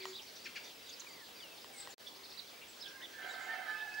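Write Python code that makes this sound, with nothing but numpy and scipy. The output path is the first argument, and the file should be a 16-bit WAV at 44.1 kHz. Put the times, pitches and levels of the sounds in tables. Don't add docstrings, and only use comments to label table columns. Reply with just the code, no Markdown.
import sys
import numpy as np
from scipy import signal
from scipy.fft import rfft, irfft
from scipy.io import wavfile
from scipy.ndimage import uniform_filter1d

SR = 44100
rng = np.random.default_rng(int(sys.argv[2]) if len(sys.argv) > 2 else 0)


def digitize_waveform(pressure):
    field = np.atleast_2d(pressure).T
    bounded = np.clip(field, -1, 1)
    quanta = np.round(bounded * 32767).astype(np.int16)
    wavfile.write(sys.argv[1], SR, quanta)


N = 176400
TIME = np.arange(N) / SR
ROOSTER_PAN_DB = -7.5
CHIRP_EDGE_S, WHISTLE_EDGE_S, WHISTLE_ECHO_DB = 0.0032, 0.011, -12.5
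DROP_FROM_S, DROP_TO_S = 1.941, 1.9735
# (frequency [Hz], relative level [dB])
AIR_SPECTRUM = [(18, -48), (30, -29), (64, -8.5), (132, -9), (216, -3), (437, 1.5), (1410, -5), (1520, -3),
                (1780, -4), (3320, -2.5), (4650, -5), (5440, -6), (8040, -13), (12200, -16.5), (13500, -15),
                (15000, -18)]


def amp(db):
    return 10 ** (np.asarray(db) / 20)


def unit(x):
    return x / np.sqrt(np.mean(x ** 2) + 1e-20)


def read(points, hz):
    f, value = np.transpose(points)
    return np.interp(np.log(hz + 1), np.log(f + 1), value)


def add(mix, s, sound, pan_db=0):
    at = round(s * SR)
    sound = sound[max(-at, 0):]
    part = mix[:, max(at, 0):][:, :len(sound)]
    part += amp([[pan_db / 2], [-pan_db / 2]]) * sound[:part.shape[1]]


def wander(t, rate_hz):
    count = len(t) + SR // 10
    hz = np.fft.rfftfreq(count, 1 / SR)
    return unit(irfft(rfft(rng.standard_normal(count)) * np.exp(-(hz / rate_hz) ** 2)))[:len(t)]


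def voice(hz, count=1):
    phase = 2 * np.pi * np.cumsum(hz) / SR
    return np.sqrt(2) * sum(np.sin(k * phase + 2 * np.pi * rng.random()) for k in range(1, count + 1))


def throat(x, colour):
    hz = np.fft.rfftfreq(len(x), 1 / SR)
    return unit(irfft(rfft(x) * amp(read(colour, hz)), len(x)))


def swell(t, edge_s):
    return np.sin(np.pi / 2 * np.clip(np.minimum(t, t[-1] - t) / edge_s, 0, 1))


def fading(t):
    return amp(3 * wander(t, 67))


def clear_crow():
    # (time [s], pitch [Hz], second harmonic [dB], third harmonic [dB])
    crow = [(3.122, 860, -70, -80), (3.2, 883.5, -53.5, -74), (3.3, 885, -73, -80), (3.475, 890, -65, -69),
            (3.498, 899, -41, -66), (3.535, 905, -43.5, -66), (3.566, 887, -54, -59),
            (3.645, 874, -67, -71), (3.685, 870, -43, -71), (3.728, 866.3, -42.5, -72),
            (3.755, 865, -46.5, -55), (3.794, 864, -48.5, -58), (3.83, 864.6, -40.5, -57),
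            (3.856, 870, -53, -57), (3.878, 857.7, -45.5, -72), (3.93, 857.5, -48, -55),
            (3.97, 859.6, -50.5, -67), (3.99, 870, -41.5, -63)]
    out = np.zeros((2, N))
    s, hz, second_db, third_db = np.transpose(crow)
    pitch = np.interp(TIME, s, hz) * (1 + 0.0043 * wander(TIME, 124))
    for k, db in enumerate([second_db - 20, second_db, third_db], 1):
        add(out, 0, amp(np.interp(TIME, s, db, left=-120)) * voice(k * pitch), ROOSTER_PAN_DB)
    return out


def hoarse_crow():
    # (time [s], upper pitch [Hz], upper level [dB], lower level [dB])
    rasp = [(3.08, 789, -68, -85), (3.191, 789, -56, -73), (3.24, 784.4, -50.5, -56),
            (3.39, 771.6, -53.5, -57), (3.46, 772.3, -51, -56), (3.56, 773.6, -49, -54.5),
            (3.65, 770.7, -54, -54.5), (3.701, 772, -47.5, -72), (3.78, 807, -63, -60),
            (4.0, 800, -59, -62.5)]
    # (frequency [Hz], relative gain [dB])
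    upper_throat = [(350, -19), (600, -15), (730, -8), (980, -12), (1300, -3.5), (1600, 7), (2050, 0.5),
                    (2450, -13.5), (3100, -10), (5500, -18)]
    lower_throat = [(450, -23), (700, -6), (1000, 3.5), (1380, -6), (2090, -5), (2600, -22), (4000, -28)]
    flutter_hz, lower_ratio = 190.4, .905
    out = np.zeros((2, N))
    s, hz, upper_db, lower_db = np.transpose(rasp)
    pitch = np.interp(TIME, s, hz)
    upper = voice(pitch * (1 + 0.02285 * wander(TIME, 189.5)), count=6)
    flutter = voice(flutter_hz * (1 + 0.203 * wander(TIME, 81.4)))
    upper *= 1 + 0.95 * flutter + .5 * wander(TIME, 220)
    lower = voice(pitch * lower_ratio * (1 + .035 * wander(TIME, 105.8)), count=4)
    lower *= 1 + 1.4 * wander(TIME, 145)
    for tone, colour, db in (upper, upper_throat, upper_db), (lower, lower_throat, lower_db):
        add(out, 0, amp(np.interp(TIME, s, db, left=-120)) * throat(tone, colour), ROOSTER_PAN_DB)
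    return out


def short_crows():
    # (time [s], length [s], pitch [Hz], fundamental [dB], octave [dB])
    calls = [(1.66, 0.284, 795, -69, -71.5), (2.824, .175, 804, -83, -59.5),
             (2.936, 0.13, 1061, -69.5, -66), (3.39, 0.096, 1052, -69.5, -56), (3.619, .2, 619, -74, -58)]
    out = np.zeros((2, N))
    for s, length, pitch, low_db, octave_db in calls:
        t = np.arange(0, length, 1 / SR)
        hz = pitch * (1 + 0.018 * wander(t, 148))
        envelope = swell(t, edge_s=0.045) * fading(t)
        tone = amp(low_db) * voice(hz) + amp(octave_db) * voice(2 * hz)
        add(out, s, envelope * tone, ROOSTER_PAN_DB)
    return out


def roosters():
    clear, hoarse, far = clear_crow(), hoarse_crow(), short_crows()
    return yard(clear + far, echo_db=-6) + yard(hoarse, echo_db=1.83, direct_db=-1.5)


def sparrows():
    # (time [s], length [s], start [Hz], middle [Hz], end [Hz], warble [Hz], level [dB], pan [dB])
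    chirps = [(0.004, 0.043, 2543, 2220, 2070, 100, -50.5, 0),
              (0.13, .072, 3600, 3807, 3190, 200, -52, -1.5), (0.156, 0.028, 4520, 4750, 4040, 98, -53, -3),
              (0.441, 0.01, 5460, 5760, 5500, 100, -50.5, 3),
              (0.925, 0.021, 4490, 5130, 4560, 80, -50.5, -1),
              (1.002, 0.021, 4600, 4190, 3500, 100, -57, -5),
              (1.726, 0.046, 7950, 8770, 8730, 78, -64.5, 13),
              (1.761, 0.062, 8390, 8050, 8100, 400, -54.5, 5),
              (1.9, 0.032, 7550, 6440, 4000, 78, -56, 11.5), (2.062, 0.03, 3670, 3340, 3670, 197, -54, -5),
              (2.371, 0.029, 3510, 4520, 3620, 100, -50, -10),
              (2.81, 0.02, 4910, 5180, 4600, 60, -48.5, -7),
              (2.823, .046, 4305, 3530, 3180, 306, -50.5, -8), (3.002, 0.035, 1780, 1842, 2020, 46, -55, 5),
              (3.015, 0.046, 3100, 3660, 3110, 200, -51, -4), (3.219, 0.038, 1895, 3260, 2600, 40, -60, 4),
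              (3.286, 0.035, 3426, 3810, 3990, 153, -54, 3), (3.938, .013, 4360, 5280, 6900, 84, -58.5, 13)]
    warble_rate_hz, jitter_hz = 47.5, 143
    out = np.zeros((2, N))
    for s, length, first, middle, last, warble, db, pan in chirps:
        t = np.arange(0, length, 1 / SR)
        bend = np.polyfit([0, .5, 1], [first, middle, last], 2)
        hz = np.polyval(bend, t / length) - warble * np.sin(2 * np.pi * warble_rate_hz * t)
        envelope = amp(db) * swell(t, CHIRP_EDGE_S) * fading(t)
        add(out, s, envelope * voice(hz + jitter_hz * wander(t, 486)), pan)
    return yard(out, echo_db=-5, direct_db=-3)


def chips():
    # (time [s], length [s], pitch [Hz], level [dB])
    calls = [(0.89, .016, 6600, -51.5), (.994, .016, 6470, -46), (1.086, .014, 7000, -61),
             (1.124, .012, 6500, -62)]
    spread_hz = 400
    out = np.zeros((2, N))
    for s, length, pitch, db in calls:
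        t = np.arange(0, length, 1 / SR)
        hz = pitch + spread_hz * wander(t, 800)
        add(out, s, amp(db) * swell(t, length / 2) * voice(hz), pan_db=-4.5)
    return yard(out, echo_db=-8)


def thrush():
    # (time [s], length [s], level [dB])
    chucks = [(0.449, .032, -44.5), (0.549, .039, -43.5)]
    # (frequency [Hz], relative gain [dB])
    colour = [(800, -69), (1450, -8.5), (1950, -12.5), (2450, -1), (3000, -13), (3700, -18), (4600, -10),
              (5300, -20), (8000, -25)]
    from_hz, to_hz = 720, 430
    out = np.zeros((2, N))
    for s, length, db in chucks:
        t = np.arange(0, length, 1 / SR)
        hz = (from_hz + (to_hz - from_hz) * t / length) * (1 + 0.035 * wander(t, 540))
        add(out, s, amp(db) * swell(t, length / 2) * throat(voice(hz, count=12), colour), pan_db=3)
    return yard(out, echo_db=-4)


def songbird():
    # (time [s], length [s], level [dB])
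    whistles = [(0.368, 0.094, -63), (0.587, 0.11, -63), (0.824, 0.13, -60.5), (1.068, 0.11, -61),
                (1.343, 0.103, -60)]
    # (time [s], length [s], start pitch [Hz], settling pitch [Hz], start level [dB])
    slurs = [(.79, .05, 2400, 1960, -65), (.868, .06, 4050, 3170, -62), (0.904, 0.096, 2950, 2480, -67),
             (1.062, 0.07, 2565, 1990, -60.5), (1.127, 0.063, 2500, 1940, -63),
             (1.187, 0.068, 2150, 1650, -61), (1.265, .035, 3700, 2800, -62.5),
             (1.335, .07, 3050, 2370, -65), (1.4, 0.14, 3750, 2650, -57), (1.722, 0.13, 2450, 2090, -61.5),
             (1.869, 0.061, 2040, 1640, -66)]
    whistle_hz, lead_hz, droop_hz = 4700, 338, 460
    lead_settle_s, slur_settle_s = 0.0088, .027
    out = np.zeros((2, N))
    for s, length, db in whistles:
        t = np.arange(0, length, 1 / SR)
        hz = whistle_hz + lead_hz * np.exp(-t / lead_settle_s) - droop_hz * (t / length) ** 11
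        envelope = amp(db) * swell(t, WHISTLE_EDGE_S) * np.sqrt(fading(t))
        add(out, s, envelope * voice(hz + 15 * wander(t, 220)))
    for s, length, first, last, db in slurs:
        t = np.arange(0, length, 1 / SR)
        hz = last + (first - last) * np.exp(-t / slur_settle_s)
        envelope = amp(db - 4 * t / length) * swell(t, WHISTLE_EDGE_S) * fading(t)
        add(out, s, envelope * voice(hz + 30 * wander(t, 300)))
    return yard(out, WHISTLE_ECHO_DB)


def dove():
    # (time [s], length [s], pitch [Hz], level [dB])
    coos = [(-.03, .18, 379, -54.5), (2.133, .24, 391, -67)]
    droop_hz = 23
    out = np.zeros((2, N))
    for s, length, pitch, db in coos:
        t = np.arange(0, length, 1 / SR)
        add(out, s, amp(db) * swell(t, edge_s=0.06) * voice(pitch - droop_hz * (t / length) ** 8))
    return yard(out, echo_db=-10.5)


def hoot():
    # (time [s], length [s], pitch at the ends [Hz], rise [Hz], level [dB])
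    call = (3.83, 0.06, 640, 200, -56)
    s, length, pitch, rise, db = call
    out, t = np.zeros((2, N)), np.arange(0, length, 1 / SR)
    add(out, s, amp(db) * swell(t, WHISTLE_EDGE_S) * voice(pitch + rise * np.sin(np.pi * t / length)))
    return yard(out, WHISTLE_ECHO_DB)


def twigs():
    # (time [s], peak [dB])
    ticks = [(.055, -26.5), (1.021, -42.5), (1.046, -42.5), (1.29, -46), (1.645, -37), (1.874, -34.5)]
    # (frequency [Hz], relative level [dB], t60 [s])
    modes = [(1070, -0.5, 0.028), (1170, 6.5, 0.0063), (1900, -3.5, 0.034), (3040, 5.5, 0.0038),
             (4200, 2, 0.0029), (5640, -9, 0.0029)]
    out, t = np.zeros((2, N)), np.arange(SR // 20) / SR
    ring = sum(amp(db - 60 * t / t60) * np.sin(2 * np.pi * hz * t) for hz, db, t60 in modes)
    ring = signal.sosfilt(signal.butter(2, 830, "highpass", fs=SR, output="sos"), ring)
    for s, db in ticks:
        add(out, s, amp(db) * ring / abs(ring).max())
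    return yard(out, echo_db=-7.5)


def far_sparrows():
    # (time [s], length [s], pitch [Hz], level [dB])
    chirps = [(0, 0.05, 3970, -52), (0.043, 0.093, 4600, -57.5), (0.045, 0.061, 6900, -59.5),
              (0.216, 0.021, 5480, -54.5), (0.267, 0.037, 4740, -57), (0.351, 0.027, 5600, -55),
              (0.36, 0.018, 3700, -55.5), (0.635, 0.022, 5780, -55), (0.641, 0.074, 3680, -57),
              (0.865, 0.049, 3630, -56), (0.963, 0.027, 3600, -59), (1.238, 0.036, 3990, -57.5),
              (1.57, 0.02, 4190, -56), (1.617, 0.014, 4800, -55), (1.194, 0.022, 4460, -60),
              (1.776, 0.063, 4450, -56.5), (2.07, 0.025, 5010, -56), (2.144, 0.029, 4700, -58),
              (2.231, .04, 4510, -54), (2.295, 0.045, 4450, -54.5), (2.793, 0.036, 5020, -58),
              (2.853, 0.03, 3520, -53.5), (2.469, 0.036, 4130, -58), (2.509, 0.078, 2240, -62.5),
              (2.614, 0.029, 2490, -54.5), (2.678, .045, 7700, -62), (2.88, 0.02, 4900, -54.5),
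              (3.278, 0.056, 7280, -62), (3.332, 0.028, 4400, -55), (3.393, 0.068, 7000, -64),
              (3.521, 0.022, 4090, -57), (3.771, 0.051, 3340, -55), (3.974, .025, 4270, -58)]
    chorus_per_s, chorus_hz, chorus_db, note_s = 8.7, 4145, -69, 0.063
    warble_rate_hz = 37.83
    out = np.zeros((2, N))
    draws = rng.random((round(chorus_per_s * N / SR), 3))
    chorus = [(when * N / SR, note_s * (.5 + span), chorus_hz * (.8 + .4 * height), chorus_db)
              for when, span, height in draws]
    for s, length, pitch, db in chirps + chorus:
        t = np.arange(0, length, 1 / SR)
        jitter = 0.0899 * min(pitch, chorus_hz) * wander(t, 610)
        depth_hz = 653 * min(pitch / chorus_hz, chorus_hz / pitch) ** 2
        warble = depth_hz * np.sin(2 * np.pi * (warble_rate_hz * t + rng.random()))
        add(out, s, amp(db) * swell(t, CHIRP_EDGE_S) * voice(pitch + jitter + warble))
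    return yard(out, echo_db=-2.5, direct_db=-2.5)


def yard(x, echo_db, direct_db=0):
    # (frequency [Hz], t60 [s])
    decay = [(400, 0.38), (1700, 0.39), (4000, 0.2), (8000, 0.24)]
    likeness = 0.47
    taps = rng.standard_normal((2, SR)) * (rng.random((2, SR)) < .1)
    taps[1] = likeness * taps[0] + np.sqrt(1 - likeness ** 2) * taps[1]
    hz, t, bands = signal.stft(taps, SR, nperseg=256)
    t60 = read(decay, hz)[:, None]
    tail = signal.istft(bands * amp(-60 * t / t60) / np.sqrt(t60), SR, nperseg=256)[1]
    echo = signal.fftconvolve(x, tail / np.linalg.norm(tail[0]), axes=1)[:, :N]
    return amp(direct_db) * x + amp(echo_db) * echo


def air():
    # (frequency [Hz], left-right likeness [0-1])
    image = [(60, 0.95), (250, 0.92), (600, 0.45), (1500, 0), (4000, 0.69), (7000, 0.62), (9500, 1)]
    hz = np.fft.rfftfreq(2048, 1 / SR)
    left_re, left_im, side_re, side_im, patches = rng.standard_normal((N // 512 + 5, 1025, 5)).T
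    patches = unit(uniform_filter1d(uniform_filter1d(patches, size=20, axis=0), size=5, axis=1))
    likeness = read(image, hz)[:, None]
    width = np.sqrt(1 - likeness ** 2)
    left = left_re + 1j * left_im
    right = likeness * left + width * (side_re + 1j * side_im)
    bands = np.array([left, right]) * amp(read(AIR_SPECTRUM, hz)[:, None] + 2 * patches * width)
    level_db = np.where(TIME < DROP_TO_S, -54.5, -55)
    return amp(level_db) * unit(signal.istft(bands, nperseg=2048, noverlap=1536)[1][:, :N])


def scene():
    return (air() + sparrows() + chips() + songbird() + thrush() + roosters()
            + hoot() + dove() + twigs() + far_sparrows())


def record(dry):
    # (frequency [Hz], level [dB])
    whine_tones = [(15625, -68), (15575, -78), (15675, -82), (15525, -84), (15725, -85), (11725, -82)]
    fade_s, return_s, click_s, click_decay_s, top_hz = 0.0022, 0.031, 1.9808, 0.0017, 15850
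    whine = sum(amp(db) * voice(np.full(N, hz)) for hz, db in whine_tones)
    fade_out = np.exp(-np.maximum(TIME - DROP_FROM_S, 0) / fade_s)
    fade_in = np.clip((TIME - DROP_TO_S) / return_s, 0, 1) ** 2
    out = (dry + whine) * (fade_out + fade_in)
    t = np.arange(SR // 20) / SR
    click = np.exp(-t / click_decay_s) * throat(rng.standard_normal(len(t)), AIR_SPECTRUM)
    add(out, click_s, amp(-50.5) * click, pan_db=-4)
    low_pass = signal.firwin(1023, top_hz, window=("kaiser", 9), fs=SR)
    return signal.oaconvolve(out, low_pass[None], "same")


dry = scene()
out = record(dry)
digitize_waveform(out)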